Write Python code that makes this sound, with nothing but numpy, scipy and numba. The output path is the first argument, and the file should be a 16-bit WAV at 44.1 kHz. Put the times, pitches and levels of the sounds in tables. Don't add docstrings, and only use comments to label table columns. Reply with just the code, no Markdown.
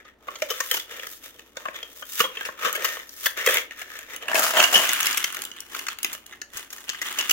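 import sys
import numpy as np
from scipy import signal
from scipy.fft import rfft, irfft
from scipy.io import wavfile
from scipy.ndimage import uniform_filter1d
from numba import njit

SR = 44100
rng = np.random.default_rng(int(sys.argv[2]) if len(sys.argv) > 2 else 0)


def persist_wave(psi):
    counts = np.round(np.clip(psi, -1, 1) * 32767).astype(np.int16)
    wavfile.write(sys.argv[1], SR, np.atleast_2d(counts).T)


N = 322812
TIME = np.arange(N) / SR
RING_TIME = TIME[:2048]
SAMPLES_PER_MS = SR / 1000

# (frequency [Hz])
CONTACT_BANDS = [130, 900, 3800, 8000, 17000]
# (time [s], length [ms], note [Hz], level [dB], hardness [dB], fizz [dB])
BRASS_CLINKS = [(3.7096, 2.03, 1720.0, -33, -7, -10), (3.7942, 1.1, 1916, -44, 1.0, 3),
                (3.8158, 5.1, 1770.0, -32.5, -7.5, -5), (3.9891, 2.06, 2170.0, -36.5, -1.5, 1),
                (4.1623, 1.91, 2950, -36.0, 0, 4.5), (4.224, 4.9, 3045, -38.5, -5.5, -5),
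                (4.2826, 4.8, 1956, -23.5, -11, -2.5), (4.3302, 4.1, 1800, -19.5, -22, -7.5),
                (4.3539, 7.3, 1700.0, -18, -23, -1.0), (4.3925, 4.2, 1220, -21.5, -4, 7),
                (4.5685, 3.2, 1660.0, -16, -11.0, -4), (4.581, 14.5, 2960.0, -22, -7, 1.5),
                (4.5975, 8.4, 2740, -12.5, -5.5, -8), (4.6379, 5.6, 2810.0, -13.0, -4.0, -25),
                (4.7419, 8.3, 2968, -13.5, -6.5, -2), (4.7548, 16.9, 2950, -11, -8, -16),
                (4.8916, 3.2, 1990, -22, 2.5, -5.0), (4.9325, 2.14, 1380, -23.5, 0.5, 5),
                (5.0042, 5.7, 1540, -24, 1, -1.5), (5.029, 3.1, 1520.0, -24.5, 2, -4),
                (5.0573, 3.2, 1510.0, -29.5, 4.0, 1), (5.0683, 2.66, 3000, -20.5, 1, -2.5),
                (5.11, 1.9, 2650.0, -25, -0.5, -1), (5.129, 1.9, 2720.0, -38, 12, -4),
                (5.1735, 7.8, 2200, -24.5, 2, 3), (5.2419, 3.95, 2110.0, -20.5, 1.5, -3.5),
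                (5.3246, 1.8, 1840.0, -41.0, -5.5, 15.0), (5.3456, 6.4, 1470, -34, -0.5, 1.5),
                (5.368, 2.3, 1410.0, -27.5, -4.5, -4.5), (5.419, 2.15, 3120.0, -37, 7, 2.0),
                (5.4383, 1.72, 2170.0, -43, 6.5, 2), (5.451, 2.0, 2970.0, -35.5, 2, 3),
                (5.5145, 3.0, 3080, -35.5, -3.5, -11.5), (5.6037, 1.75, 3030.0, -45, 12.5, 0),
                (5.747, 3.9, 1427, -27.5, -4, -3), (5.7911, 4.5, 1698, -31, -2, -2),
                (5.8668, 4.2, 1410.0, -30, -3, -8), (5.8841, 3.97, 1410.0, -25.0, -1.5, -10),
                (5.9867, 2.0, 2896, -35.5, -1.5, 2), (6.0304, 2.74, 1722, -32.5, 4, 3.5),
                (6.0457, 4.35, 2760, -21, -1, -3), (6.129, 12, 1260, -39.5, 4.5, 2),
                (6.2639, 2.0, 2930.0, -50, 9, -1), (6.3246, 13.5, 1886, -39.0, -8, -7.5),
                (6.416, 4.9, 1705, -33, 1.5, -11), (6.5714, 8.7, 1798, -43, 10.5, 1),
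                (6.7036, 4.6, 3140, -46.5, 7.5, -7), (6.7281, 6.5, 1430, -41, 3.5, 2),
                (6.7814, 3.1, 1790.0, -39.5, -2, -12), (6.8922, 7.9, 3020, -28, 2, -10.5),
                (6.9472, 6.7, 1765, -33.5, -10.5, -10.5), (7.0153, 11.3, 1884, -26.5, -4, -4.5),
                (7.0689, 1.96, 3083, -38, 4, -8.5), (7.1259, 1.9, 1200.0, -37, -5, 9),
                (7.1861, 8.9, 2869, -23, -1.0, -5.5), (7.21, 4.6, 2840.0, -28, 1.0, -15),
                (7.2952, 5.0, 2260.0, -24.5, 4.5, -5), (7.3084, 7.6, 2980.0, -18, -1, 0.5)]
# (peak time [s], swell [s], fade [s], level [dB], weight [dB], brightness [dB], scrape pitch [Hz])
POUR_STROKES = [(4.317, 0.071, 0.096, -29.0, -5, -9.5, 1820),
                (4.354, 0.021, 0.139, -23.0, -2.5, -2, 1680.0),
                (4.438, 0.067, 0.16, -23.0, -13.0, -2.5, 1200.0),
                (4.595, 0.096, 0.068, -18.5, -4.5, -7.5, 2940.0),
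                (4.637, 0.076, 0.069, -19.0, -27, -5.5, 2860),
                (4.756, 0.092, 0.16, -22.0, -6.5, -2.5, 2880)]
# (peak time [s], swell [s], fade [s], level [dB], weight [dB], brightness [dB], scrape pitch [Hz])
RAKE_STROKES = [(4.844, 0.09, 0.33, -25.0, -19.5, -5.5, 2750), (5.066, 0.28, 0.38, -27.5, -16, -5.5, 1430),
                (5.378, 0.062, 0.18, -41.5, -4.5, -4, 1420), (5.566, 0.036, 0.12, -43.0, -16, -8.5, 3020),
                (5.774, 0.128, 0.15, -38.5, -7.5, -3.0, 1722), (5.928, 0.07, 0.022, -36.5, -14, -7.5, 1749),
                (6.059, 0.098, 0.17, -40.0, -12, -7.0, 2897), (6.146, 0.063, 0.04, -41.0, -8, -3, 1680.0),
                (6.299, 0.082, 0.17, -50.5, -7, -6, 1880.0), (6.566, 0.057, 0.12, -38, -11.5, -3, 1775),
                (6.715, 0.0154, 0.384, -47.0, -7, -0.5, 1437),
                (6.89, 0.042, 0.23, -39.5, -21.0, -8.0, 3050),
                (7.073, 0.1, 0.2, -33.0, -12.5, -5.5, 1200.0),
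                (7.19, 0.031, 0.13, -28.0, -15.5, -6.5, 2920),
                (7.314, 0.063, 0.094, -26.0, -17, -5.5, 3000.0)]
# (time [s], length [ms], note [Hz], level [dB], weight [dB], hardness [dB], fizz [dB])
CARD_SNAPS = [(0.0498, 10.7, 1360.0, -50.5, -3.5, -6.0, -18.0), (0.2827, 3.93, 1200.0, -28.5, 0.5, -41, 9),
              (0.3544, 6.3, 2060.0, -38, -11.0, 0, -13), (0.4205, 4.54, 2250, -22.5, 0, -4.5, -10),
              (0.5029, 14.9, 3570, -28, -2, 0.5, -4.5), (0.6025, 7.9, 1190, -23, -13, -0.5, -5),
              (0.6384, 4.7, 2308, -39, -27, -1.0, -6.5), (0.7125, 5.6, 2000.0, -19.5, -14.5, -2.5, 1.0),
              (0.7407, 7.5, 3070, -25.5, -7.5, -1.5, -1.5), (0.7671, 12.3, 2800, -29, -12, -2.5, -3),
              (0.7971, 5.0, 3170, -33, -28, 0, -8), (0.9956, 2.9, 2930.0, -32.5, -24.0, -8, -8.5),
              (1.0683, 3.6, 1720.0, -34, -15, -1.5, -1.5), (1.3926, 3.8, 2000.0, -40.5, -10, -5.5, -7),
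              (1.5698, 4.1, 1100, -32.5, -3, -1, -15.0), (1.6544, 5.6, 1200, -28.5, 3, -15.0, -6),
              (1.6845, 4.06, 1942, -27, -4, -19, -13.5), (1.7551, 11.6, 3390, -34.0, -33, -7.5, -9),
              (1.8287, 4.6, 3100.0, -31.5, -15, -5.5, -12), (2.0226, 5.66, 1551, -32.5, -4, -11.5, -12.0),
              (2.2024, 8.6, 2930.0, -14, -11, -8, -2.0), (2.2409, 14.4, 1144, -25, -2.5, -10, -11),
              (2.3706, 3.9, 2705, -27.5, -14.5, -16, -13), (2.4092, 5.34, 1670.0, -27, -14.5, -14, -3),
              (2.4507, 10.3, 2720, -30.5, -13, -4, -6), (2.4878, 5.35, 1606, -33.0, 4, -29, -6.5),
              (2.6466, 28.8, 1140.0, -23.5, -2.5, -8.5, -6), (2.7281, 1.0, 3260, -33.5, -22.5, 0.5, 10.5),
              (2.75, 13.9, 2952, -26.0, -13, -7.5, 1.5), (2.8227, 2.77, 1848, -33.5, -5, 0, -5),
              (2.8452, 17.3, 1831, -23, -21, -2.5, -1.5), (2.9687, 2.82, 1131, -33.5, -4, -26, -2.0),
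              (2.9983, 1.9, 2014, -33.5, -13.5, -11, -11.5), (3.0919, 2.92, 2153, -51, -14.5, 12.5, -4.5),
              (3.2581, 10.5, 3324, -18.5, -17.5, -2.5, 0), (3.3881, 2.98, 2033, -30.5, -21.5, -16.0, -5.5),
              (3.4622, 4.8, 2068, -20, -29, -1.5, 0.5), (3.4721, 5.2, 1871, -14.5, -3.5, -11, 3.5),
              (3.4861, 13.1, 1742, -19, -6.5, -12, 2), (3.5402, 4.66, 3080.0, -26.5, -9, -1.5, 7),
              (3.5692, 3.9, 2150.0, -19.5, -21.5, -7.5, -2)]
# (peak time [s], swell [s], fade [s], level [dB], weight [dB], brightness [dB], scrape pitch [Hz])
BOX_STROKES = [(0.003, 0.044, 0.052, -48.5, -12, -13, 1810.0), (0.077, 0.042, 0.066, -48.5, -21, -13, 1860),
               (0.314, 0.1, 0.083, -43.0, -3.5, -7.5, 1160.0), (0.443, 0.14, 0.081, -44.0, -9, -2.5, 2200),
               (0.5, 0.021, 0.26, -36.0, -16, -3.5, 3400.0),
               (0.674, 0.17, 0.084, -48.5, -17.0, 6.5, 1800.0),
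               (0.739, 0.062, 0.099, -33.5, -21, 0.5, 3160), (0.924, 0.058, 0.2, -37.5, -9, -6, 3000),
               (1.033, 0.03, 0.036, -35.5, -11, -7.5, 1736), (1.123, 0.12, 0.092, -50, -17, 5.5, 3050),
               (1.254, 0.056, 0.08, -44.0, -12, -0.5, 3150), (1.344, 0.046, 0.36, -55.0, -5.5, -3, 3165),
               (1.569, 0.02, 0.391, -45.5, -8, -6.5, 1108), (1.754, 0.035, 0.178, -40.5, -11, -8.5, 3402),
               (2.01, 0.22, 0.032, -52.5, -7, 4.5, 3400.0), (2.167, 0.13, 0.073, -40.5, -19, 5, 2998),
               (2.2, 0.028, 0.057, -26.0, -20.5, -0.5, 2932), (2.359, 0.098, 0.11, -41, -20.0, -7.5, 2700),
               (2.465, 0.14, 0.094, -36.5, -13.0, -7.5, 1601),
               (2.651, 0.076, 0.14, -25.5, -12, -8.5, 1140.0), (2.814, 0.12, 0.053, -32.5, -4.5, -11, 1750),
               (2.858, 0.075, 0.188, -29.0, -13, -5, 1860), (3.227, 0.21, 0.092, -47.5, -13.5, 4, 1740.0),
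               (3.257, 0.065, 0.073, -36.0, -19.5, 2.5, 3308),
               (3.374, 0.014, 0.2, -27.0, -14.5, -8.5, 2005), (3.509, 0.0701, 0.09, -27.0, -9, -2.5, 1802),
               (3.566, 0.13, 0.067, -22.0, -13.5, -7.5, 2163), (3.725, 0.023, 0.02, -39, -55, -10.5, 1734),
               (3.812, 0.078, 0.052, -37, -18, -6, 1752), (3.943, 0.14, 0.22, -39.0, -15.5, -7, 1742),
               (4.132, 0.068, 0.075, -36.0, -11.0, -7, 2016), (4.228, 0.031, 0.031, -36, -7.0, -12, 3080.0)]

# (pitch [Hz], ring time [s], level [dB])
CARTRIDGE_MODES = [(675, 0.025, -13.5), (1352, 0.06, -12.5), (1700, 0.024, -11), (2000, 0.04, -2.5),
                   (2930, 0.0063, 4), (6140, 0.0054, 0), (15300, 0.0061, -7)]
# (pitch [Hz], ring time [s], level [dB])
PANEL_MODES = [(251, 0.024, 0.5), (445, 0.014, 0), (516.9, 0.037, 2), (1200, 0.05, -2.5),
               (1680, 0.034, -5.5), (2100, 0.019, -11), (3100, 0.034, 8)]
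# (pitch [Hz], ring time [s], level [dB])
STEEL_MODES = [(175.4, 0.16, -1), (225.7, 0.38, 3), (278, 0.57, 11), (403, 0.21, 4), (662, .24, -14),
               (670.5, 0.077, -11), (817, 0.23, -2), (980, 0.49, -3), (1160, .25, -20), (1225, 0.28, 3),
               (1410, .25, -7), (1670, 0.25, -20), (1690, 0.23, 7), (1940, 0.31, -15), (2720, .23, -1),
               (2880, 0.11, 0), (2700, .47, -13), (2910, .18, 5)]

# (frequency [Hz], gain [dB])
BRASS_TONE = [(130, -25.5), (215, -17), (370, -10.5), (640, -15.5), (900, -10.5), (1250, -0.5),
              (2300, -3.5), (3000, -2), (3990, -7), (6470, 1.5), (8000, -10), (9290, -13), (12000, -9),
              (15100, -12), (16000, -12)]
# (frequency [Hz], gain [dB])
HOLLOW_TONE = [(130, -5), (300, -2), (450, -0.5), (660, 11.5), (830, 4), (1150, -2), (2300, -3.5),
               (2950, -3.5), (3600, -6), (16000, -6)]
# (frequency [Hz], gain [dB])
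CARD_TONE = [(130, -20), (260, -21.5), (430, -4.5), (560, -6), (800, -10), (1180, 0.5), (1710, 5),
             (2410, 2.5), (3200, -3), (4070, -6), (6340, 1), (8000, -10.5), (9480, -14), (12600, -8),
             (16000, -8.5)]
# (frequency [Hz], gain [dB])
AIR_TONE = [(20, -10), (50, -20), (90, -6.5), (150, -16.5), (290, -2), (450, -7.5), (900, -15), (1500, -20),
            (4000, -33), (16000, -47)]
ECHO_BANDS = [130, 900, 3800, 17000]
# (frequency [Hz], left minus right [dB])
MIC_BALANCE = [(100, -0.5), (350, 2.5), (700, -1.5), (1300, 2.5), (2400, 3), (3600, -3), (5300, 7),
               (7000, -1), (9000, 2), (11500, -7.5), (14500, 8.5)]


def cartridges(box_empty_s=4.86):
    tone = tone_filter(BRASS_TONE)
    hollow = convolve(tone, tone_filter(HOLLOW_TONE))
    poured = sum(row[0] < box_empty_s for row in BRASS_CLINKS)
    sliding = brass_on_brass(BRASS_CLINKS[:poured], POUR_STROKES, hollow, peak_per_s=6500)
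    settling = brass_on_brass(BRASS_CLINKS[poured:], RAKE_STROKES, tone, peak_per_s=5500)
    return sliding + settling


def brass_on_brass(hits, strokes, tone, peak_per_s, weight_db=-15.5):
    hits = [(*row, weight_db, hardness, fizz) for *row, hardness, fizz in hits]
    clinks = blows(hits, CARTRIDGE_MODES, tone, detune=0.06, click_db=13, note_db=-9.5, purity=0.39,
                   trim_db=(-0.31, 0.36, 0.59, 0.1), slips_per_ms=1.8, spread_db=1.5)
    rattle = grains(strokes, CARTRIDGE_MODES, tone, detune=0.088, click_db=14.5, peak_per_s=peak_per_s,
                    rate_slope=0.4, spread_db=5.5, scrape_db=-9, purity=0.307,
                    trim_db=(0.28, 0.14, 1.0, 0.05), smooth_s=0.05)
    return clinks + rattle


def cardboard():
    tone = tone_filter(CARD_TONE)
    pops = blows(CARD_SNAPS, PANEL_MODES, tone, detune=0.076, click_db=12.5, note_db=-16, purity=0.55,
                 trim_db=(0.078, 0.079, 0.091, 0.1), slips_per_ms=2.5, spread_db=3)
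    rubbing = grains(BOX_STROKES, PANEL_MODES, tone, detune=0.094, click_db=15, peak_per_s=5500,
                     rate_slope=0.25, spread_db=5.0, scrape_db=-3.5, purity=0.54,
                     trim_db=(-0.2, -0.79, 0.32, -0.43), smooth_s=0.07)
    return pops + rubbing


def blows(hits, modes, tone, detune, click_db, note_db, purity, trim_db, slips_per_ms, spread_db):
    size = len(RING_TIME)
    out = np.zeros((2, N + size))
    for time_s, length_ms, hz, level, weight, hardness, fizz in hits:
        length = max(int(length_ms * SAMPLES_PER_MS), 2)
        count = 1 + int(length_ms * slips_per_ms)
        places = (length * rng.random(count)).astype(int)
        places[0] = 0
        slips = np.zeros(size)
        slips[places] = rng.choice([-1, 1], count) * gain(spread_db * rng.standard_normal(count))
        slips[:length] *= gain(-4 * np.arange(length) / length)
        response = touch(modes, detune, click_db)
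        note = convolve(response, ring(hz, t60=0.008))
        response = response + gain(note_db - purity * hardness) * note
        sound = convolve(convolve(response, slips), tone)
        band_db = level + weight, level, level + hardness, level + hardness + fizz
        start, attack = int(time_s * SR), length + int(3 * SAMPLES_PER_MS)
        for band, db, trim in zip(split_bands(sound, CONTACT_BANDS), band_db, trim_db):
            attack_power = np.mean(band[:, :attack] ** 2)
            out[:, start:start + size] += band * gain(db + trim) / np.sqrt(attack_power)
    return out[:, :N]


def grains(strokes, modes, tone, detune, click_db, peak_per_s, rate_slope, spread_db, scrape_db,
           purity, trim_db, smooth_s, spots=16):
    start, end, (*band_db, scrape_hz) = stroke_curves(strokes)
    _, mid_db, high_db, _ = band_db
    chance = peak_per_s * gain(rate_slope * (mid_db - mid_db.max())) / SR / spots
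    sound = 0
    for _ in range(spots):
        places = np.flatnonzero(rng.random(end - start) < chance)
        signs = rng.choice([-1, 1], len(places))
        strengths_db = spread_db * np.minimum(rng.exponential(size=len(places)), 4)
        pulses = np.zeros(end - start)
        pulses[places] = signs * gain(strengths_db)
        sound = sound + convolve(pulses, convolve(touch(modes, detune, click_db), tone))
    scrape = np.array([moving_band(side, scrape_hz, width_hz=320.0) for side in sound])
    sound = sound + gain(scrape_db - purity * (high_db - mid_db)) * scrape
    out = np.zeros((2, N))
    for band, db, trim in zip(split_bands(sound, CONTACT_BANDS), band_db, trim_db):
        power = uniform_filter1d(np.mean(band ** 2, axis=0), int(smooth_s * SR))
        out[:, start:end] += band * gain(db + trim) / np.sqrt(np.abs(power) + 1e-12)
    return out


def stroke_curves(strokes, depth_db=20, shape=1.4):
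    peak, swell, release, level, weight, brightness, hz = np.transpose(strokes)[:, :, None]
    start = max(int(np.min(peak - 2 * swell) * SR), 0)
    end = min(int(np.max(peak + 2 * release) * SR), N)
    t = TIME[start:end:64]
    from_peak = np.maximum((peak - t) / swell, (t - peak) / release)
    power = gain(level - depth_db * np.abs(from_peak) ** shape) ** 2 + 1e-14
    top = 0.5 + 1.4 * brightness
    band_db = [10 * np.log10(np.sum(power * gain(db) ** 2, axis=0))
               for db in (weight, 0, brightness, top)]
    pitch = np.sum(power * hz, axis=0) / np.sum(power, axis=0)
    return start, end, [np.interp(TIME[start:end], t, curve) for curve in (*band_db, pitch)]


def touch(modes, detune, click_db):
    sound = gain(click_db) * (RING_TIME == 0)
    for (hz, t60, db), (shift, share) in zip(modes, rng.standard_normal((len(modes), 2))):
        sound = sound + gain(db) * np.tanh(2 * share) * ring(hz * np.exp(detune * shift), t60)
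    paths = gain(-1) * unit_energy(surrounding_noise(len(RING_TIME)) * fade(RING_TIME, t60=0.016))
    lead_ms = 0.11 + 0.05 * rng.standard_normal()
    lead = int(round(lead_ms * SAMPLES_PER_MS))
    paths[0, max(-lead, 0)] += 1
    paths[1, max(lead, 0)] += 1
    return convolve(paths, sound)


def steel_can(brass, ring_db=-3, apart_hz=1500):
    t = TIME[:SR // 2]
    response = 0
    for hz, t60, db in STEEL_MODES:
        decay = fade(t, t60)
        phase = rng.standard_normal((2, 1)) * hz / apart_hz
        response = response + gain(db) * 2 * decay / decay.sum() * np.sin(2 * np.pi * hz * t + phase)
    return gain(ring_db) * convolve(brass, response)


def desk_thud(time_s=6.553, hz=85, level_db=-43):
    t = np.maximum(TIME - time_s, 0)
    return gain(level_db) * np.sin(2 * np.pi * hz * t) * fade(t, t60=0.059)


def room_echo(sound, band_db=(-9, -11, -13), band_t60=(0.36, 0.3, 0.24), rise_s=0.0039):
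    t = TIME[:SR // 2]
    bands = split_bands(surrounding_noise(len(t)), ECHO_BANDS)
    onset = np.minimum(t / rise_s, 1) ** 2
    tail = sum(gain(db) * band * unit_energy(onset * fade(t, t60))
               for band, db, t60 in zip(bands, band_db, band_t60))
    return convolve(sound, tail)


def air_and_hum(air_db=-61, side_db=-9, hum_hz=59.3, hum_db=-70.5):
    shared, side = convolve(rng.standard_normal((2, N)), unit_energy(tone_filter(AIR_TONE)))
    air = shared + gain(side_db) * side * np.array([[1], [-1]])
    hum = np.sqrt(2) * np.sin(2 * np.pi * hum_hz * TIME)
    return gain(air_db) * air + gain(hum_db) * hum


def surrounding_noise(size, apart_hz=750):
    shared, side = rng.standard_normal((2, size))
    side = signal.sosfilt(signal.butter(1, apart_hz, "high", fs=SR, output="sos"), side)
    return np.array([shared + side, shared - side])


def ring(hz, t60):
    return unit_energy(np.cos(2 * np.pi * min(hz, SR / 2) * RING_TIME) * fade(RING_TIME, t60))


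def fade(t, t60):
    return np.exp(-np.log(1000) * t / t60)


def gain(db):
    return 10 ** (np.asarray(db) / 20)


def unit_energy(x):
    return x / np.sqrt(np.mean(np.sum(x ** 2, axis=-1)))


def convolve(x, response):
    return signal.fftconvolve(np.atleast_2d(x), np.atleast_2d(response), axes=1)[:, :x.shape[-1]]


def tone_filter(points, size=2048):
    hz, db = np.transpose(points)
    freqs = np.maximum(np.fft.rfftfreq(size, 1 / SR), 1)
    spectrum = gain(np.interp(np.log(freqs), np.log(hz), db))
    cepstrum = irfft(np.log(spectrum))
    cepstrum[1:size // 2] *= 2
    cepstrum[size // 2 + 1:] = 0
    return irfft(np.exp(rfft(cepstrum)))


def split_bands(x, edges):
    return [signal.sosfilt(signal.butter(3, band, "band", fs=SR, output="sos"), x)
            for band in zip(edges, edges[1:])]


@njit
def moving_band(x, hz, width_hz):
    out = np.empty(len(x))
    band_state, low_state = 0.0, 0.0
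    for i in range(len(x)):
        tuning, damping = np.tan(np.pi * hz[i] / SR), width_hz / hz[i]
        band = (band_state + tuning * (x[i] - low_state)) / (1 + tuning * (tuning + damping))
        band_state = 2 * band - band_state
        low_state += 2 * tuning * band
        out[i] = damping * band
    return out


def scene():
    brass = cartridges()
    direct = cardboard() + brass + steel_can(brass) + desk_thud()
    return direct + room_echo(direct) + air_and_hum()


def record(dry):
    sides = np.array([tone_filter([(hz, sign * db / 2) for hz, db in MIC_BALANCE]) for sign in (1, -1)])
    rounded = np.tanh(convolve(dry, sides))
    treble_cut = signal.ellip(10, 0.2, 70, 15900, fs=SR, output="sos")
    return signal.sosfilt(treble_cut, rounded)


dry = scene()
out = record(dry)
persist_wave(out)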